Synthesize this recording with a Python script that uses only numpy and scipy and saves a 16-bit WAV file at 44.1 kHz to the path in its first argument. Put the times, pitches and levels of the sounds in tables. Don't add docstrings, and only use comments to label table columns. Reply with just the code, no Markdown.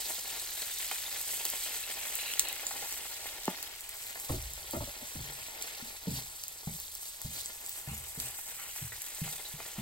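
import sys
import numpy as np
from scipy import signal
from scipy.fft import rfft, irfft, next_fast_len
from scipy.io import wavfile
from scipy.ndimage import map_coordinates

SR = 44100
rng = np.random.default_rng(int(sys.argv[2]) if len(sys.argv) > 2 else 0)


def pcm_store(signal):
    levels = np.round(np.clip(np.atleast_2d(signal), -1, 1) * 32767)
    wavfile.write(sys.argv[1], SR, levels.astype(np.int16).T)


N = 432621

# t/s, fizz/dB, crackle/dB, sputter/dB, pan wall/dB
FRYING_COURSE = [(0.0, -43.5, -44, -52, -50), (0.6, -42.5, -45, -47.5, -58), (1.31, -41, -44.5, -47, -53.5),
                 (2.29, -43.5, -46, -45.5, -52), (2.59, -45.5, -47.5, -47.5, -51.5),
                 (3.08, -46, -46.5, -49.5, -54.5), (3.52, -49.5, -47, -49, -51),
                 (3.85, -50.5, -51.5, -52, -58), (4.12, -47, -51, -54.5, -55.5),
                 (5.81, -50, -49.5, -50.5, -52), (6.69, -50, -52, -63, -62), (7.45, -48, -50, -58, -59),
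                 (7.94, -48, -55.5, -55.5, -55.5), (8.79, -45.5, -52.5, -53, -60.5),
                 (9.8, -49.5, -52, -55.5, -54)]
# t/s, lead at the left port/ms
LEFT_LEAD = [(0, 0.021), (1.5, 0.04), (3.5, 0.099), (4.5, 0.24), (6.5, 0.23), (7.7, 0.18), (8.6, 0.078),
             (9.8, 0.036)]
# f/Hz, level/dB
FIZZ_SPECTRUM = [(2500, -22.5), (4500, -25), (6000, -5), (7400, -4.5), (8300, 1), (10000, -4), (12500, -1),
                 (14000, -3), (16000, -4.5)]
CRACKLE_SPECTRUM = [(1200, -35), (2500, -12), (3400, -3.5), (4200, 0.5), (4900, 0), (5600, -2), (6800, -1),
                    (8000, -9.5), (16000, -4)]
SPUTTER_SPECTRUM = [(150, -28), (400, -16), (800, -10), (1200, -11), (1850, -3.5), (2600, -1.5), (3300, -2),
                    (5000, -9), (12000, -13)]
# f/Hz, level/dB, t60/s
WALL_MODES = [(468, -8.5, 0.036), (656, -1.5, .03), (812, 3.5, 0.03), (915, 1.5, 0.028),
              (1070, 8.5, 0.0075), (1417, 2.5, .034), (1800, 3, 0.024), (1864, 1, 0.031), (2091, 2, 0.09),
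              (2483, -2.5, 0.14), (3130, -1.5, 0.055)]
# t/s, hold/s, level/dB, bubble f/Hz
SAUCE_PATCHES = [(0, 0.6, -52, 3990), (0.647, .12, -46, 3680), (0.897, 0.2, -50, 3680),
                 (1.238, 0.14, -52, 3160), (1.515, 0.083, -43.5, 3000), (1.33, 0.28, -62, 4400),
                 (1.348, 0.44, -52, 2660), (1.675, 0.096, -47, 4060), (1.98, 0.48, -45.5, 2740),
                 (2.098, 0.37, -45.5, 4020)]
# f/Hz, level/dB
MURMUR_SPECTRUM = [(20, -4), (35, 2.5), (62, -4), (100, -6.5), (180, -18), (350, -51), (1000, -13.5),
                   (3000, -22)]
# t/s, peak/dB, brightness/Hz
PAN_TAPS = [(.367, -37, 1000), (.912, -26, 3500), (2.709, -32, 2000), (3.053, -36, 2000),
            (4.155, -32, 2000), (6.184, -39, 700), (6.672, -39, 900), (8.385, -39, 1500),
            (8.760, -40.5, 2500), (9.276, -37, 1100), (9.601, -33, 1390), (9.785, -38, 1100)]
# t/s, peak/dB, f/Hz, ping-to-crack ratio, crack t60/s
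LOUD_SPITS = [(0.6204, -25.5, 4300, 1.3, 0.0054), (0.9135, -26, 2980, 0.14, .012),
              (1.214, -21, 13000, .2, .006), (1.4526, -18, 5560, 0.23, 0.018),
              (1.464, -28, 3160, 1.3, 0.0069), (1.501, -19, 11600, .47, 0.0065),
              (2.154, -20, 14500, .3, 0.014), (2.337, -20, 3000, 0.67, .008),
              (2.395, -6.5, 5050, 0.12, 0.0073), (2.485, -23, 11000, .2, .02), (2.528, -21, 9500, .4, .006),
              (2.6676, -18, 7240, 3.6, .004), (2.925, -25, 9000, .2, 0.0098),
              (3.4549, -23, 6500, 0.81, .012), (3.627, -25, 9900, .1, 0.022),
              (3.808, -29, 11800, 0.41, .008), (3.8924, -26, 14900, .2, .006),
              (4.1992, -23, 11700, .17, 0.0056), (4.425, -27.5, 11200, .18, 0.0054),
              (4.5353, -26, 12500, .35, .005), (4.71, -23.5, 15000, 0.27, .006),
              (5.2126, -32, 15200, .2, 0.0064), (5.622, -24, 10900, .1, .002),
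              (5.624, -20.5, 7640, 0.43, 0.007), (6.4375, -20.5, 4970, 0.11, 0.0064),
              (6.4816, -23, 13400, .65, 0.0063), (6.801, -25, 9800, .1, 0.0043),
              (6.952, -22, 13000, .2, 0.0034), (7.217, -22, 10800, 0.096, 0.004),
              (7.4595, -21, 7860, 1.1, 0.0045), (7.663, -26, 7840, 3, .01),
              (7.694, -23.5, 15000, .2, 0.0073), (7.728, -29.5, 7900, 2, .005),
              (8.2009, -18, 11600, .15, 0.0036), (8.22, -29, 11500, 2, 0.0055),
              (8.7613, -28, 4000, .1, .005), (9.019, -22, 9500, .3, .005)]
# t/s, peak/dB, brightness/Hz
CAP_PRESS = [(3.479, -19, 2500)]
# f/Hz, level/dB, t60/s
PLASTIC_CAP_MODES = [(182, -3.5, 0.056), (250, 1.5, 0.026), (410, -6, 0.023), (590, -8, 0.026),
                     (863, -3.5, 0.021), (1190, -6.5, 0.023), (1440, -13.5, 0.015), (1803, -15, 0.027),
                     (2860, -9, .012)]
# t/s, peak/dB, brightness/Hz, pitch ratio, deep-mode lift/dB
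BOTTLE_CONTACTS = [(4.293, -28, 900, 0.93, -8), (4.301, -23.5, 560, 1, 2), (4.322, -31.5, 330, .97, 9),
                   (4.337, -32, 330, 1.07, -9), (4.358, -34, 200, 0.98, 4), (4.733, -28, 900, 0.98, -3),
                   (4.745, -31, 890, 1.02, -5), (4.755, -30, 940, 1.05, -2), (4.767, -31.5, 710, 1.1, 2),
                   (4.805, -30, 1440, 0.96, 7), (4.819, -34, 1240, 1.06, -3),
                   (4.832, -40.5, 1080, 0.86, -4), (4.873, -39.5, 870, 0.96, -5),
                   (5.022, -40.5, 620, 1, -5), (5.15, -39, 300, 0.98, 5), (5.19, -40, 190, .9, 7)]
# f/Hz, level/dB, t60/s
FULL_BOTTLE_MODES = [(43, -22, 0.46), (58.5, -18, 0.58), (75, -15, 0.28), (100, -17, 0.14), (125, -6, 0.14),
                     (212, -5.5, .05), (277, 3.5, 0.034), (333, -2.5, .045), (470, -7, .025), (555, 0, .03),
                     (604, 2, 0.052), (913, -8, 0.035), (1150, -5, .035), (1320, -3, .03)]
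# t/s, level/dB, t60/s, f/Hz
BOTTLE_SLOSHES = [(4.311, -37.5, 0.97, 62.3), (5.16, -45.5, 0.65, 125)]
# t/s, thump peak/dB, brightness/Hz, pitch ratio, deep-mode lift/dB,
# sizzle flare/dB, flare delay/s
SPATULA_STROKES = [(5.825, -41, 330, 1.37, 2.5, -1.5, 0.11), (6.072, -26, 393, 1.12, -6, 4, 0.018),
                   (6.083, -33.5, 170, 1.17, -5, -1, 0), (6.126, -36.5, 160, 0.92, -6, 1.5, 0),
                   (6.672, -28.5, 210, 1.03, -5, 1, 0), (6.939, -65, 80, 1, 2, 3, 0.059),
                   (7.248, -32, 110, 1.05, -6, 5, 0.076), (7.875, -33.5, 300, 0.93, -4, 4, 0.046),
                   (7.912, -36, 130, 1.2, -1, -1.5, 0.028), (8.176, -35.5, 190, 1.04, -0.5, 4.5, 0.006),
                   (8.815, -36, 110, 1.01, -6, -1.5, 0.0075), (9.216, -28, 169, 0.96, -10, 3, 0.039),
                   (9.539, -38.5, 140, 0.97, -17, 1, 0.058), (9.78, -32.5, 240, 1.18, -1, -4, .04)]
# f/Hz, level/dB, t60/s
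ROCKING_MODES = [(63.5, -11, 0.47), (73.7, -16.5, 0.61), (113, -13.5, 0.35), (127, -8, 0.34),
                 (141, -1, 0.053), (175.4, 4.0, 0.055), (210, -1, 0.044), (242, -9.5, 0.094),
                 (310, -10, 0.025), (404, -5, 0.021), (550, -11.5, 0.039), (800, -8, 0.051)]
FLARE_UPTAKE = [0.97, 0.87, 0.58, 0.66]
# t/s, peak/dB, brightness/Hz
SPATULA_DRAGS = [(6.09, -53, 900), (6.669, -47, 900), (7.33, -49, 4000), (7.885, -43, 1600),
                 (8.58, -45, 3000), (9.245, -46, 3500), (9.76, -46, 2500)]
# f/Hz, level/dB, t60/s
DAMPED_MODES = [(840, 3, 0.0066), (1380, -2, 0.0083), (2130, 8.5, 0.012), (2930, 9, 0.005),
                (4300, 12.5, 0.0069)]
# t/s, peak/dB, f/Hz
FOOD_RELEASES = [(8.252, -34, 2840), (8.546, -39, 2360), (8.628, -36, 2220), (8.692, -33, 2960),
                 (8.921, -27.5, 1900), (9.071, -37, 2610), (9.239, -37, 2520), (9.323, -35, 3730),
                 (9.382, -32, 3600), (9.451, -31, 3900), (9.602, -33, 2290), (9.653, -38, 1970)]

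KITCHEN_T60_S, SPLASH_T60_S = 0.15, 0.06


def from_db(db):
    return 10 ** (np.asarray(db) / 20)


def rms_one(x):
    return x / np.sqrt(np.mean(x ** 2) + 1e-20)


def in_time(rows):
    times, *columns = np.transpose(rows)
    return [np.interp(np.arange(N) / SR, times, column) for column in columns]


def filtered(x, response):
    size = next_fast_len(N + 4096)
    hz = np.arange(size // 2 + 1) * SR / size
    return irfft(rfft(x, size) * response(hz), size)[..., :N]


def butter(x, kind, hz, order=2):
    return signal.sosfilt(signal.butter(order, hz, kind, fs=SR, output="sos"), x)


def coloured(x, spectrum):
    hz, level_db = np.transpose(spectrum)
    return rms_one(filtered(x, lambda f: from_db(np.interp(np.log(f + 1), np.log(hz), level_db))))


def drift(per_s):
    knots = rng.standard_normal(4000)
    return rms_one(np.interp(np.arange(N) / SR * per_s, np.arange(len(knots)), knots))


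def ring(x, hz, t60):
    radius, angle = from_db(-60 / (t60 * SR)), 2 * np.pi * hz / SR
    return signal.lfilter([0, np.sin(angle)], [1, -2 * radius * np.cos(angle), radius ** 2], x + 1e-18)


def dying(t, t60):
    return np.exp(-np.log(1000) * t / t60)


def swell(start_s, attack_s, hold_s, release_s):
    corners = np.cumsum([start_s, attack_s, hold_s, release_s])
    return np.interp(np.arange(N) / SR, corners, [0, 1, 1, 0])


def add(track, s, sound):
    at = int(np.clip(round(s * SR), 0, N - 1))
    track[at:at + len(sound)] += sound[:N - at]


def kitchen(x, room_db):
    t = np.arange(SR // 2) / SR
    tails = rms_one(rng.standard_normal((2, len(t))) * dying(t, KITCHEN_T60_S) * (t > .004))
    tails = butter(tails, "high", 400, order=1) / np.sqrt(len(t))
    return from_db(room_db) * signal.fftconvolve(x[None], tails, axes=1)[:, :N]


def at_ports(x, echoes, alike_hz=750):
    lead_ms, = in_time(LEFT_LEAD)
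    early = map_coordinates(x, [np.arange(N) + lead_ms * SR / 1000], order=3)
    apart = lambda f: np.pi / 2 * f / (f + alike_hz)
    shared_echo = filtered(echoes[1], lambda f: np.cos(apart(f)))
    own_echo = filtered(echoes[0], lambda f: np.sin(apart(f)))
    return np.array([early + shared_echo + own_echo, x + echoes[1]])


def scattered(x, splash_db, room_db):
    power = 0
    for level_db, t60 in (splash_db, SPLASH_T60_S), (room_db, KITCHEN_T60_S):
        keep = dying(2 / SR, t60)
        power = power + from_db(2 * level_db) * signal.lfilter([1 - keep], [1, -keep], x ** 2)
    return at_ports(x, np.sqrt(power) * rng.standard_normal((2, N)))


def bubbles(per_s, spread_db, clump_db, cycles, ring_share, band_hz, pitch_count=16):
    sizes = from_db(spread_db * np.minimum(rng.exponential(1, N), 5.5)) * rng.choice([-1, 1], N)
    bursts = rng.random(N) < per_s / SR
    clicks = sizes * bursts * from_db(clump_db * (drift(30) + drift(140)))
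    dealt = rng.integers(0, pitch_count, N)
    pitches = np.linspace(*band_hz, pitch_count)
    rings = sum(ring(clicks * (dealt == k), hz, cycles / hz) * np.sqrt(hz)
                for k, hz in enumerate(pitches))
    return rms_one(rms_one(clicks) + ring_share * rms_one(rings))


def pings(per_s, ring_t60, spread_db, low_hz, high_hz):
    when, pitch, size, phase = rng.random((int(per_s * N / SR), 4)).T[..., None]
    t = np.arange(1500) / SR
    hz = low_hz * (high_hz / low_hz) ** pitch
    envelope = from_db(spread_db * size) * dying(t, ring_t60)
    at = ((when * N).astype(int) + np.arange(len(t))).ravel()
    ports = [envelope * np.sin(2 * np.pi * hz * t + np.pi * turn) for turn in (phase - .5, 0)]
    return rms_one(np.array([np.bincount(at, port.ravel(), N)[:N] for port in ports]))


def sizzle():
    flare_db, waver_db = flares(), 0.72 * drift(per_s=12)
    fizz_db, crackle_db, sputter_db, wall_db = [
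        slow_db + waver_db + share * flare_db
        for slow_db, share in zip(in_time(FRYING_COURSE), FLARE_UPTAKE)]
    tiny = bubbles(8000, spread_db=3.5, clump_db=1.3, cycles=9, ring_share=.85, band_hz=(5000, 15700))
    middling = bubbles(5000, spread_db=4, clump_db=.87, cycles=5.1, ring_share=1, band_hz=(2500, 6500))
    large = bubbles(3500, spread_db=5, clump_db=1.03, cycles=7.2, ring_share=.79, band_hz=(1220, 3500))
    thuds = bubbles(2500, spread_db=4.5, clump_db=2, cycles=3.6, ring_share=.13, band_hz=(520, 2500))
    tiny = scattered(tiny, splash_db=-1, room_db=-4)
    middling = scattered(middling, splash_db=1, room_db=-2)
    large = scattered(large, splash_db=8, room_db=-20.5)
    thuds = scattered(thuds, splash_db=-2, room_db=-29)
    high_pings = .5 * pings(per_s=200, ring_t60=.02, spread_db=12, low_hz=6500, high_hz=15500)
    low_pings = .42 * pings(per_s=320, ring_t60=.036, spread_db=8, low_hz=1600, high_hz=6500)
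    fizz = from_db(fizz_db + 3.5) * coloured(tiny + high_pings, FIZZ_SPECTRUM)
    crackle = from_db(crackle_db + 1.5) * coloured(middling + low_pings, CRACKLE_SPECTRUM)
    sputter = from_db(sputter_db + 0.93) * coloured(large + low_pings, SPUTTER_SPECTRUM)
    wall_ring = sum(from_db(db) * ring(thuds, hz, t60) for hz, db, t60 in WALL_MODES)
    wall = from_db(wall_db) * rms_one(butter(wall_ring, "high", 290))
    return fizz + crackle * from_db([[-.6], [.6]]) + (sputter + wall) * from_db([[1.1], [-1.1]])


def sauce(width_hz=360):
    boil = bubbles(4000, spread_db=7.5, clump_db=3.4, cycles=8.2, ring_share=.93, band_hz=(2390, 4630))
    boil = scattered(boil, splash_db=8, room_db=4)
    out = 0
    for s, hold_s, level_db, hz in SAUCE_PATCHES:
        patch = rms_one(butter(boil, "band", [hz - width_hz / 2, hz + width_hz / 2]))
        out = out + from_db(level_db) * swell(s, 0.045, hold_s, 0.075) * patch
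    return out


def murmur():
    common, apart = coloured(rng.standard_normal((2, N)), MURMUR_SPECTRUM)
    return from_db(-59) * (common + from_db(-12.5) * apart * [[1], [-1]])


def blows(events, modes, vary_db, rub, rub_t60, deep_below_hz=135):
    out, t = np.zeros(N), np.arange(SR * 2 // 3) / SR
    is_deep = np.array(modes)[:, 0] < deep_below_hz

    def blow(peak_db, bright_hz, pitch_ratio=1, deep_db=0):
        force = (t == 0) + rub * rng.standard_normal(len(t)) * dying(t, rub_t60)
        force = butter(force, "low", bright_hz)
        strengths_db = vary_db * rng.standard_normal(len(modes)) + deep_db * is_deep
        body = sum((-1) ** k * from_db(db + strengths_db[k]) * ring(force, hz * pitch_ratio, t60)
                   for k, (hz, db, t60) in enumerate(modes))
        return from_db(peak_db) * body / np.abs(body).max()

    for s, *contact in events:
        add(out, s, blow(*contact))
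    return out


def pan_taps():
    taps = blows(PAN_TAPS, WALL_MODES, vary_db=0, rub=0.1, rub_t60=0.022)
    return from_db(-1.5) * butter(taps, "high", 290)


def small_spits(per_s=3, over_fizz_db=16, spread_db=3, low_hz=6230, high_hz=14800, crack_t60=0.0036):
    when, size, pitch, ping = rng.random((int(per_s * N / SR), 4)).T
    fizz_db = in_time(FRYING_COURSE)[0][(when * N).astype(int)]
    peak_db = fizz_db + over_fizz_db + spread_db * (2 * size - 1)
    hz = low_hz + pitch * (high_hz - low_hz)
    return list(zip(when * N / SR, peak_db, hz, ping, np.full(len(when), crack_t60)))


def spits(ping_t60=0.01, spray_db=-22, spray_t60=0.03):
    out, t = np.zeros(N), np.arange(2000) / SR
    for s, peak_db, hz, ping, crack_t60 in list(LOUD_SPITS) + small_spits():
        noise = rng.choice([-1., 1.], (2, len(t)))
        crack, hiss = butter(noise, "high", 0.58 * hz)
        burst = crack * dying(t, crack_t60) + ping * np.sin(2 * np.pi * hz * t) * dying(t, ping_t60)
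        spray = from_db(spray_db) * hiss * dying(t, spray_t60)
        add(out, s, from_db(peak_db) * (burst / np.abs(burst).max() + spray))
    return from_db(3) * out


def cap_snap():
    snap = blows(CAP_PRESS, PLASTIC_CAP_MODES, vary_db=3, rub=0.023, rub_t60=0.013)
    return butter(snap, "high", 165)


def bottle_knocks():
    return blows(BOTTLE_CONTACTS, FULL_BOTTLE_MODES, vary_db=2.5, rub=0.07, rub_t60=0.06)


def slosh():
    out, t = np.zeros(N), np.arange(SR) / SR
    for s, level_db, t60, hz in BOTTLE_SLOSHES:
        surge = butter(rng.standard_normal(SR), "band", [hz / np.sqrt(2), hz * np.sqrt(2)])
        add(out, s, from_db(level_db) * rms_one(surge) * dying(t, t60))
    return out


def hob_thumps():
    pushes = [stroke[:5] for stroke in SPATULA_STROKES]
    return blows(pushes, ROCKING_MODES, vary_db=4.5, rub=0.015, rub_t60=0.33)


def flares():
    return sum(flare_db * swell(s + delay_s, attack_s=0.017, hold_s=0.058, release_s=0.076)
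               for s, *_, flare_db, delay_s in SPATULA_STROKES)


def scrapes():
    return from_db(3.5) * blows(SPATULA_DRAGS, DAMPED_MODES, vary_db=5, rub=1.2, rub_t60=0.3)


def squelches(slips_per_s=1500, slip_t60=0.048, pocket_t60=0.0059):
    out, t = np.zeros(N), np.arange(4000) / SR
    for s, peak_db, hz in FOOD_RELEASES:
        slipping = rng.random(len(t)) < slips_per_s / SR
        slips = (t == 0) + slipping * rng.standard_normal(len(t)) * dying(t, slip_t60)
        pocket = ring(slips, hz, pocket_t60)
        add(out, s, from_db(peak_db) * pocket / np.abs(pocket).max())
    return from_db(-5) * out


def scene():
    sharp = spits() + pan_taps()
    dull = hob_thumps()
    sharp += bottle_knocks() + cap_snap()
    dull += scrapes() + squelches() + slosh()
    echoes = kitchen(sharp, room_db=-8.5) + kitchen(dull, room_db=1)
    contacts = at_ports(sharp + dull, echoes, alike_hz=540)
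    return murmur() + sizzle() + sauce() + contacts


def record(dry):
    split_hz, lag_s, cutoff_hz = 6500, .000258, 15900
    left, right = dry
    crossover = lambda f: np.pi / 2 * (1 - 1 / (1 + (f / split_hz) ** 12))
    own = filtered(left, lambda f: np.cos(crossover(f)))
    shared = filtered(right, lambda f: np.sin(crossover(f)) * np.exp(-2j * np.pi * f * lag_s))
    return filtered(np.array([own + shared, right]), lambda f: 1 / np.sqrt(1 + (f / cutoff_hz) ** 300))


dry = scene()
out = record(dry)
pcm_store(out)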